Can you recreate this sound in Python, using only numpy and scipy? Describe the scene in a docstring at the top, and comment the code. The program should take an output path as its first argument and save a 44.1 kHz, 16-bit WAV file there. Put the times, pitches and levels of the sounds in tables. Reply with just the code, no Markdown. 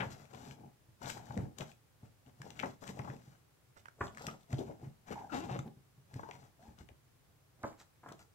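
"""Leafing through a glossy book

Someone leafs through a thick glossy book on a table in a small room, close to a two-port microphone.
Sheets slide and rustle (coloured friction noise), buckle with dull pops (short noise volleys) and snap
at their creases (ringing cracks); hands and falling pages thud on the stack (brief low tones with air).
Fingers squeak (gliding unsteady tones) and judder (kicked page resonances) over the coated paper."""
import sys
import numpy as np
from scipy import signal
from scipy.fft import rfft, irfft
from scipy.io import wavfile

SR = 44100
rng = np.random.default_rng(int(sys.argv[2]) if len(sys.argv) > 2 else 0)


def store_pcm(level_fs):
    """Save levels as 16-bit WAV."""
    pcm = np.round(np.clip(level_fs, -1, 1) * 32767).astype(np.int16)
    wavfile.write(sys.argv[1], SR, np.atleast_2d(pcm).T)


N = 367794
TIME = np.arange(N) / SR


def from_db(db):
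    """Decibels to gain."""
    return 10 ** (np.asarray(db) / 20)


def rms_one(x):
    """Scale to rms 1."""
    return x / np.sqrt(np.mean(x ** 2) + 1e-20)


def in_time(rows):
    """The columns of a curve at every sample."""
    times, *columns = np.transpose(rows)
    return [np.interp(TIME, times, column) for column in columns]


def at_hz(points, hz):
    """Read a table along log frequency."""
    f, value = np.transpose(points)
    return np.interp(np.log(hz + 1e-3), np.log(f), value)


def colour(x, spectrum):
    """Give a steady sound a spectrum; rms 1."""
    gain = from_db(at_hz(spectrum, np.fft.rfftfreq(N, 1 / SR)))
    return rms_one(irfft(rfft(x) * gain, N))


def cut(x, hz, kind, order=2):
    """Butterworth filter."""
    return signal.sosfilt(signal.butter(order, hz, kind, fs=SR, output="sos"), x)


def resonate(x, hz, width_hz):
    """One resonance with gain 1 on top."""
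    r = np.exp(-np.pi * width_hz / SR)
    zeros = np.array([1, 0, -1]) * (1 - r * r) / 2
    poles = [1, -2 * r * np.cos(2 * np.pi * hz / SR), r * r]
    return signal.lfilter(zeros, poles, x)


def drift(per_s, size):
    """Smooth random wander with spread near 1, through per_s knots a second."""
    knots = rng.standard_normal(size // 20 + 2)
    return np.interp(np.arange(size) * per_s / SR, np.arange(len(knots)), knots)


def place(x, pan_db, lead_s=.00034, full_db=5.5, even_db=0.5):
    """Two microphone ports: the one nearer to a sound hears it louder and earlier."""
    n = np.arange(len(x))
    # both ports hear it at once at even_db; the lead is full from full_db further to either side
    lag = lead_s * SR * np.clip((pan_db - even_db) / full_db, -1, 1)
    left, right = [np.interp(n - np.round(np.maximum(d, 0)), n, x) for d in (-lag, lag)]
    ratio = from_db(pan_db)
    return np.array([left * ratio, right]) * np.sqrt(2 / (1 + ratio ** 2))


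def add(out, s, sound):
    """Mix a stereo sound in at a time."""
    i = int(np.clip(round(s * SR), 0, N - 1))
    out[:, i:i + sound.shape[1]] += sound[:, :N - i]


# where the hands work, on the left of the book but for two turns on the right:
# (time [s], left over right [dB])
HAND_SIDE = [(0, 13), (1.1, 12.5), (2.6, 10.5), (3.3, 10), (3.85, -11.5), (4.02, 2), (4.55, 7.5),
             (5.15, 8.5), (5.35, 36), (5.6, 1), (6.8, 12), (7.6, -1.5), (8.2, 3)]


def side_db(s):
    """How far left the hands are at a moment."""
    return np.interp(s, *np.transpose(HAND_SIDE))


# colour of the quiet room: (frequency [Hz], relative density [dB per Hz])
QUIET_COLOUR = [(25, -20), (60, -1), (125, 5.5), (200, -9), (430, -10), (700, -13.5), (1200, -15),
                (3700, -22), (14300, -25.5), (15500, -24.5)]
QUIET_DB = -68  # rms


def quiet(bass_hz=450, apart=0.56):
    """Faint room rumble, mostly alike at both ports, under an even hiss of their own."""
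    shared = cut(rng.standard_normal(N), bass_hz, "low", order=1)
    own = cut(rng.standard_normal((2, N)), bass_hz, "high", order=1)
    own = own + apart * rng.standard_normal((2, N))
    return from_db(QUIET_DB) * colour(shared + own, QUIET_COLOUR)


# the room's decay: (frequency [Hz], time to fall by 60 dB [s])
ROOM_DECAY = [(100, 0.33), (400, 0.25), (1500, 0.26), (6000, 0.19), (15000, 0.32)]
# the room's low resonances: (frequency [Hz], width [Hz], gain [dB])
ROOM_RESONANCES = [(130, 16, -3), (228, 24, -5)]


def room(x, wet_db=-7.0, first_s=0.0037, alike_hz=300, bass_alike=0.72):
    """Diffuse reflections decay band by band, partly alike at both ports in the bass; two low modes ring."""
    t, edges = TIME[:SR // 2], np.geomspace(60, 16000, 9)
    tail = 0
    for low, high in zip(edges, edges[1:]):
        hz = np.sqrt(low * high)
        alike = bass_alike / (1 + (hz / alike_hz) ** 2)
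        shared = np.sqrt(alike) * rng.standard_normal(len(t))
        own = np.sqrt(1 - alike) * rng.standard_normal((2, len(t)))
        decay = np.exp(-np.log(1000) * t / at_hz(ROOM_DECAY, hz))
        tail = tail + cut(shared + own, [low, high], "band") * decay
    # silent until first_s, full at twice that
    tail = tail * np.clip(t / first_s - 1, 0, 1)
    tail = tail / np.sqrt(np.sum(tail ** 2) / 2)
    source = 0.54 * x[0] + 0.53 * x[1]
    modes = sum(from_db(db) * resonate(source, hz, width) for hz, width, db in ROOM_RESONANCES)
    reflections = signal.fftconvolve(source[None], tail, axes=1)[:, :N]
    return from_db(wet_db) * reflections + modes


# a hand or a page lands on the stack: (time [s], relative level [dB], pitch [Hz])
LANDINGS = [(0.064, -39.5, 116), (0.884, -56, 110), (1.297, -40.5, 128), (1.366, -32.5, 205),
            (1.384, -31.5, 102), (1.424, -39.5, 122), (1.604, -38.5, 135), (2.03, -48, 107),
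            (2.399, -48.5, 134), (2.634, -42.5, 258), (2.889, -41.5, 190), (2.992, -37, 125),
            (3.094, -40.5, 137), (3.275, -52.5, 134), (4.009, -35, 95), (4.275, -41.5, 161),
            (4.529, -28, 123), (4.827, -42, 123), (4.865, -42, 133), (5.509, -36.5, 131),
            (5.588, -35.5, 137), (5.767, -54.5, 128), (5.976, -55, 135), (6.133, -48.5, 119),
            (6.156, -38.5, 112), (6.681, -47.5, 77), (6.805, -47.5, 73.5), (6.907, -52, 79),
            (7.635, -45.5, 96)]


def thuds(length_s=0.0059, puff=0.31, level_db=-0.5, size=9000):
    """A soft push rocks the book briefly and squeezes a puff of air from between its pages."""
    out, t = np.zeros((2, N)), TIME[:size]
    age = t / length_s
    push = age * np.exp(1 - age)
    for s, db, hz in LANDINGS:
        air = rms_one(cut(rng.standard_normal(size), [50, 340], "band"))
        thud = push * (np.sin(2 * np.pi * hz * t) + puff * air)
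        add(out, s, place(cut(thud, 28, "high") * from_db(db + level_db), 1.0))
    return out


# a fingertip squeaks:
# (time [s], length [s], first pitch [Hz], last pitch [Hz], level [dB], left over right [dB])
FINGER_SQUEAKS = [(5.156, 0.076, 858, 828, -43, -2), (5.233, 0.049, 797, 716, -46, 2.5),
                  (5.295, 0.081, 1386, 1282, -48.5, 20), (6.241, 0.138, 896, 970, -53.5, 15),
                  (6.592, 0.1145, 629, 915, -61, -1)]


def squeaks(jitter=0.08, rough_db=4.0, overtone_db=-21):
    """Skin sticks and slips on the gloss at an unsteady pitch."""
    out, size = np.zeros((2, N)), SR // 5
    for s, length, first_hz, last_hz, db, pan_db in FINGER_SQUEAKS:
        u = np.minimum(TIME[:size] / length, 1)  # share of the squeak gone by
        hz = (first_hz + (last_hz - first_hz) * u) * (1 + jitter * drift(605, size))
        phase = 2 * np.pi * np.cumsum(hz) / SR
        swell = (1 - np.exp(-60 * u)) * np.sqrt(1 - u)
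        grip = swell * from_db(db + rough_db * drift(317, size))
        tone = np.sin(phase) + from_db(overtone_db) * np.sin(2 * phase)
        add(out, s, place(grip * tone, pan_db))
    return out


# a finger judders over the page in two pushes: (time [s], slips [per s], level [dB])
FINGER_JUDDER = [(5.317, 330, -66), (5.322, 300, -42), (5.355, 220, -37), (5.40, 320, -47),
                 (5.45, 330, -49), (5.475, 250, -62), (5.50, 170, -44), (5.565, 190, -42),
                 (5.585, 260, -66)]
# the page's resonances under that finger: (frequency [Hz], width [Hz], relative gain [dB])
PAGE_RESONANCES = [(288, 225, 14.5), (746, 140, 10.5), (1320, 70, -19), (2140, 67, -17), (2670, 42, 2.5),
                   (3550, 300, -8)]


def judder(jitter=0.08, grit=0.04, skin_hz=3600):
    """A firmer finger slips in slow jerks; each jerk kicks the page's resonances and scrapes a little."""
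    per_s, db = in_time(FINGER_JUDDER)
    cycles = np.cumsum(per_s * (1 + jitter * drift(200, N))) / SR
    kicks = np.diff(np.floor(cycles), prepend=0)
    scrape = grit * cut(rng.standard_normal(N), 670, "high") * np.exp(-2.5 * (cycles % 1))
    drive = scrape - kicks
    page = sum(from_db(mode_db) * resonate(drive, hz, width) for hz, width, mode_db in PAGE_RESONANCES)
    page = rms_one(cut(page, [100, skin_hz], "band"))
    touching = (TIME > FINGER_JUDDER[0][0]) & (TIME < FINGER_JUDDER[-1][0])
    return place(touching * from_db(db) * page, 6.5)


# a sheet buckles: (time [s], relative level [dB], pitch [Hz], decay time [s])
SHEET_BUCKLES = [(0.001, -26.5, 1600, 0.012), (0.019, -29.5, 940, 0.013), (0.33, -41.5, 720, 0.014),
                 (1.016, -38, 860, 0.0053), (1.068, -33, 760, 0.0062), (1.3065, -30.5, 815, 0.0032),
                 (1.363, -34, 434, 0.013), (1.597, -35.5, 534, 0.01), (2.63, -24, 1030, 0.0078),
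                 (2.643, -33, 530, 0.015), (2.82, -40, 603, 0.0087), (2.991, -33, 766, 0.006),
                 (3.042, -38, 690, 0.01), (3.074, -35, 830, 0.0089), (4.008, -23.5, 970, 0.0074),
                 (4.283, -30, 1230, 0.006), (4.585, -30, 380, 0.011), (4.606, -33, 408, 0.012),
                 (4.689, -38, 396, 0.014), (5.105, -32, 390, 0.0094), (5.489, -33.5, 730, 0.014),
                 (5.5544, -30, 650, 0.0047), (6.193, -32.5, 870, 0.0037), (6.231, -33.5, 880, 0.0049),
                 (6.286, -38, 740, 0.0084), (6.884, -53, 517, 0.015), (7.634, -27.5, 920, 0.0061),
                 (7.641, -28.5, 560, 0.0066), (8.031, -46, 916, 0.0095), (8.059, -39.5, 903, 0.0068),
                 (8.083, -44, 1120, 0.01), (8.115, -40.5, 725, 0.0063)]


def buckles(body_hz=210, reach=1.755, ring_db=5.0, level_db=-8.5, size=6000):
    """A bend runs through the sheet in a quick volley of small pops; a tighter bend sounds higher."""
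    out, t = np.zeros((2, N)), TIME[:size]
    for s, db, hz, length in SHEET_BUCKLES:
        age = t / length
        swell = (1 - np.exp(-2.2 * age)) * np.exp(-age)
        volley = rng.standard_normal(size) * swell / swell.max()
        pop = cut(cut(volley, body_hz, "high"), hz * reach, "low", order=5)
        ring = cut(resonate(volley, hz, hz * 0.22), hz * 1.3, "low")
        pop = rms_one(pop + from_db(ring_db) * ring) * volley.std()
        add(out, s, place(pop * from_db(db + level_db), side_db(s)))
    return out


def crinkles(count=2, ring_db=5.5, crack_db=0.0, spread_db=9, low_hz=1500, high_hz=3600):
    """Every stroke sets off a few small random snaps, stronger where it grazes; rows like CREASE_SNAPS."""
    rows = []
    for s, length, db, bright_db in STROKE_LIST:
        for when, weak, tight in rng.random((count, 3)):
            start = s + length * (when - RISE_SHARE)
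            ring = db + bright_db / 2 + ring_db - spread_db * weak
            crack = db + bright_db + crack_db - spread_db * weak
            rows.append((start, ring, crack, low_hz * (high_hz / low_hz) ** tight))
    return rows


# a crease or an edge snaps: (time [s], ring peak [dB], crack peak [dB], ring pitch [Hz])
CREASE_SNAPS = [(0.006, -31.5, -62.5, 2640), (0.509, -45, -59, 1970), (1.375, -39.5, -41, 1880),
                (1.585, -56, -33.5, 3000), (1.607, -35, -46, 2700), (2.417, -40, -42, 1760),
                (2.504, -48, -42, 2760), (2.592, -31.5, -48, 2220), (2.598, -27.5, -44, 2420),
                (2.6253, -44, -44, 1900), (2.658, -43, -42, 1870), (2.8766, -46, -37.5, 2430),
                (2.8892, -44, -46, 2180), (2.991, -39.5, -49, 2000), (3.1, -39.5, -65, 1860),
                (3.856, -40.5, -54, 1500), (3.883, -40, -56, 1530), (4.148, -51, -53, 1790),
                (4.172, -38.5, -45, 1730), (4.181, -41, -52, 1820), (4.22, -58, -42, 1990),
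                (4.267, -36.5, -29, 4740), (4.528, -38, -41.5, 1760), (5.59, -33, -42.5, 1570),
                (6.14, -49.5, -47, 2020), (6.3105, -37.5, -48.5, 1950), (6.888, -48.5, -60, 2600),
                (7.631, -63, -45.5, 1500), (8.088, -75, -49.5, 1860), (8.122, -55, -42.5, 4500),
                (8.192, -66.5, -49.5, 5030)]


def snaps(rise_s=0.00059, length_s=0.0019, top_hz=8200, air_db=-15, size=1500):
    """A crease flips over: a sharp crack and a brief ring of the stiff paper around it."""
    out, t = np.zeros((2, N)), TIME[:size]
    swell = (1 - np.exp(-t / rise_s)) * np.exp(-t / length_s)
    for s, ring_db, crack_db, hz in list(CREASE_SNAPS) + crinkles():
        flip = rng.standard_normal(size) * swell
        ring = cut(resonate(flip, hz, hz * 0.29), hz * 1.3, "low")
        crack = cut(flip, top_hz, "low", order=8) + from_db(air_db) * flip
        crack = cut(crack, 1270, "high", order=1)
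        snap = from_db(ring_db) * ring / np.abs(ring).max()
        snap = snap + from_db(crack_db) * crack / np.abs(crack).max()
        add(out, s, place(snap, side_db(s) + 3.0))
    return out


def slips(per_s, spread_db, size):
    """Tiny catches of paper on paper: random clicks of uneven size."""
    sizes = from_db(spread_db * np.minimum(rng.exponential(1, size), 4))
    return sizes * rng.choice([-1, 1], size) * (rng.random(size) < per_s / SR)


def rustle(spectrum, per_s, spread_db, flutter_db, smooth):
    """Friction: catches and an even rush shake the sheet while the pressure flutters; rms 1."""
    drive = rms_one(slips(per_s, spread_db, N)) + smooth * rng.standard_normal(N)
    return rms_one(colour(drive, spectrum) * from_db(flutter_db * drift(90, N)))


def air_gap(x, hz, echo):
    """Sound bounces in the wedge of air between two sheets and rings at multiples of one pitch."""
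    loop = np.zeros(int(SR / hz) + 1)
    loop[0], loop[-1] = 1, -echo
    return signal.lfilter([np.sqrt(1 - echo ** 2)], loop, x)


# colours of the sliding paper, four tables: (frequency [Hz], relative density [dB per Hz])
FLAP_COLOUR = [(30, -37), (60, -6), (125, 4.5), (170, 1), (230, 1.5), (330, -12), (600, -44)]
FLEX_COLOUR = [(40, -50), (180, -13.5), (300, 3.5), (450, 5.5), (600, 0), (820, 6), (1150, -6.5),
               (1900, -36)]
RUB_COLOUR = [(800, 10), (1350, 11.5), (1750, 8), (2150, 4), (2900, -1.5), (4000, -19), (6500, -47)]
HISS_COLOUR = [(2200, -7.5), (3800, -1.5), (5500, -2.5), (7800, -0.5), (8600, -20), (12000, -10.5),
               (15500, -25)]
# a stroke that grazes the next sheet is bright, one that only moves air is dull:
# (offset from the stroke's level [dB], slope [dB per dB of brightness])
FLAPPING, FLEXING, RUBBING, EDGE_HISS = (0, -0.27), (1.14, -0.53), (-5.5, 0.56), (-10.5, 0.79)
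# a dull stroke bends the sheet widely: the top of its flexing falls with its brightness
BEND_HZ, BEND_DB_PER_OCTAVE = 1020, 7.5
# a sheet on the left swings nearer to the microphone and pushes more air at it:
# flapping dB per dB of left-right, counted from the usual place
NEARNESS_DB, USUAL_SIDE_DB = 1.1, 6
RISE_SHARE = 0.43  # of a stroke's length; the rest is its fall
# a sheet slides or swings: (time at the height [s], length [s], relative level [dB], brightness [dB])
STROKE_LIST = [(0.003, 0.14, -46, -5.5), (0.12, 0.052, -61.5, 15), (0.203, 0.096, -61, 6),
               (0.379, 0.14, -56.5, 5.5), (0.49, 0.096, -55, 2.5), (0.625, 0.12, -61, -12.5),
               (1.039, 0.057, -49.5, 6), (1.098, 0.059, -52.5, 20), (1.169, 0.07, -53.5, 3.5),
               (1.281, 0.14, -59, 4), (1.393, 0.14, -51.5, -13), (1.607, 0.059, -48.5, 2.5),
               (1.687, 0.067, -63, 11), (2.046, 0.077, -69, 1.5), (2.277, 0.039, -61, -6),
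               (2.466, 0.17, -59.5, 1.5), (2.593, 0.057, -59, 8.5), (2.658, 0.12, -54, 0.5),
               (2.83, 0.039, -58, 12), (2.885, 0.061, -52, 8.5), (2.979, 0.1, -53.5, -4.5),
               (3.097, 0.14, -55.5, -2), (3.27, 0.21, -71, 9), (3.781, 0.041, -68.5, 17),
               (4.04, 0.081, -50, 0), (4.238, 0.18, -53.5, 4), (4.42, 0.037, -82.5, 23),
               (4.52, 0.06, -53, 0.5), (4.597, 0.062, -50.5, -0.5), (4.688, 0.092, -54, -8),
               (4.842, 0.11, -60, -5.5), (5.087, 0.036, -59, 8), (5.121, 0.023, -47.5, 5),
               (5.17, 0.19, -57, -1.5), (5.362, 0.087, -47.5, 5), (5.448, 0.029, -50.5, -3),
               (5.527, 0.15, -51, -2.5), (5.665, 0.036, -48.5, -26.5), (6.172, 0.14, -61.5, 4),
               (6.327, 0.16, -64, 5.5), (6.44, 0.1, -66.5, 1.5), (6.656, 0.13, -65, 2.5),
               (6.803, 0.049, -62.5, 7), (7.257, 0.49, -85.5, -7), (7.665, 0.12, -56.5, -1),
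               (7.804, 0.045, -70.5, 22.5), (8.094, 0.094, -59.5, -2.5), (8.205, 0.051, -65, 9.5)]


def sheets(gap_hz=730, gap_echo=0.29, gap_spread=0.078):
    """Each stroke swells and fades: the sheet flaps, its bends flex, its face rubs and its edge hisses."""
    flap = rustle(FLAP_COLOUR, per_s=600, spread_db=2.2, flutter_db=2.0, smooth=0.7)
    flex = rustle(FLEX_COLOUR, per_s=860, spread_db=2.5, flutter_db=4.0, smooth=0.31)
    rub = rustle(RUB_COLOUR, per_s=1200, spread_db=1.0, flutter_db=4.5, smooth=0.99)
    hiss = rustle(HISS_COLOUR, per_s=4300, spread_db=4.0, flutter_db=2.1, smooth=0.54)
    out = np.zeros((2, N))
    for s, length, db, bright_db in STROKE_LIST:
        rise, fall = length * RISE_SHARE, length * (1 - RISE_SHARE)
        flap_db, flex_db, rub_db, hiss_db = [
            db + own_db + slope * bright_db
            for own_db, slope in (FLAPPING, FLEXING, RUBBING, EDGE_HISS)]
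        flap_db += NEARNESS_DB * (min(side_db(s), USUAL_SIDE_DB) - USUAL_SIDE_DB)
        span = slice(max(0, int((s - 3 * rise) * SR)), int((s + 3 * fall) * SR) + 2)
        t = TIME[span] - s
        speed = np.exp(-(t / np.where(t < 0, rise, fall)) ** 2)
        bends = cut(flex[span], BEND_HZ * 2 ** (bright_db / BEND_DB_PER_OCTAVE), "low", order=1)
        paper = from_db(flex_db) * bends + from_db(rub_db) * rub[span] + from_db(hiss_db) * hiss[span]
        stroke_gap_hz = gap_hz * np.exp(gap_spread * rng.standard_normal())
        paper = air_gap(speed * paper, stroke_gap_hz, gap_echo)
        # the long waves of the flapping reach both ports almost alike
        out[:, span] += place(paper, side_db(s)) + place(speed * from_db(flap_db) * flap[span], 0)
    return out


def scene():
    """The book and the hands in their room."""
    book = sheets() + buckles() + snaps() + thuds() + squeaks() + judder()
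    return book + room(book) + quiet()


CUTOFF_HZ = 15700


def record(dry, widen=0.53, widen_hz=260, width_hz=200):
    """The recorder widens the stereo image in the low middle; the top is cut steeply."""
    side = widen * resonate((dry[0] - dry[1]) / 2, widen_hz, width_hz)
    top_cut = signal.ellip(10, .1, 80, CUTOFF_HZ, fs=SR, output="sos")
    return signal.sosfilt(top_cut, dry + [side, -side])


dry = scene()
out = record(dry)
store_pcm(out)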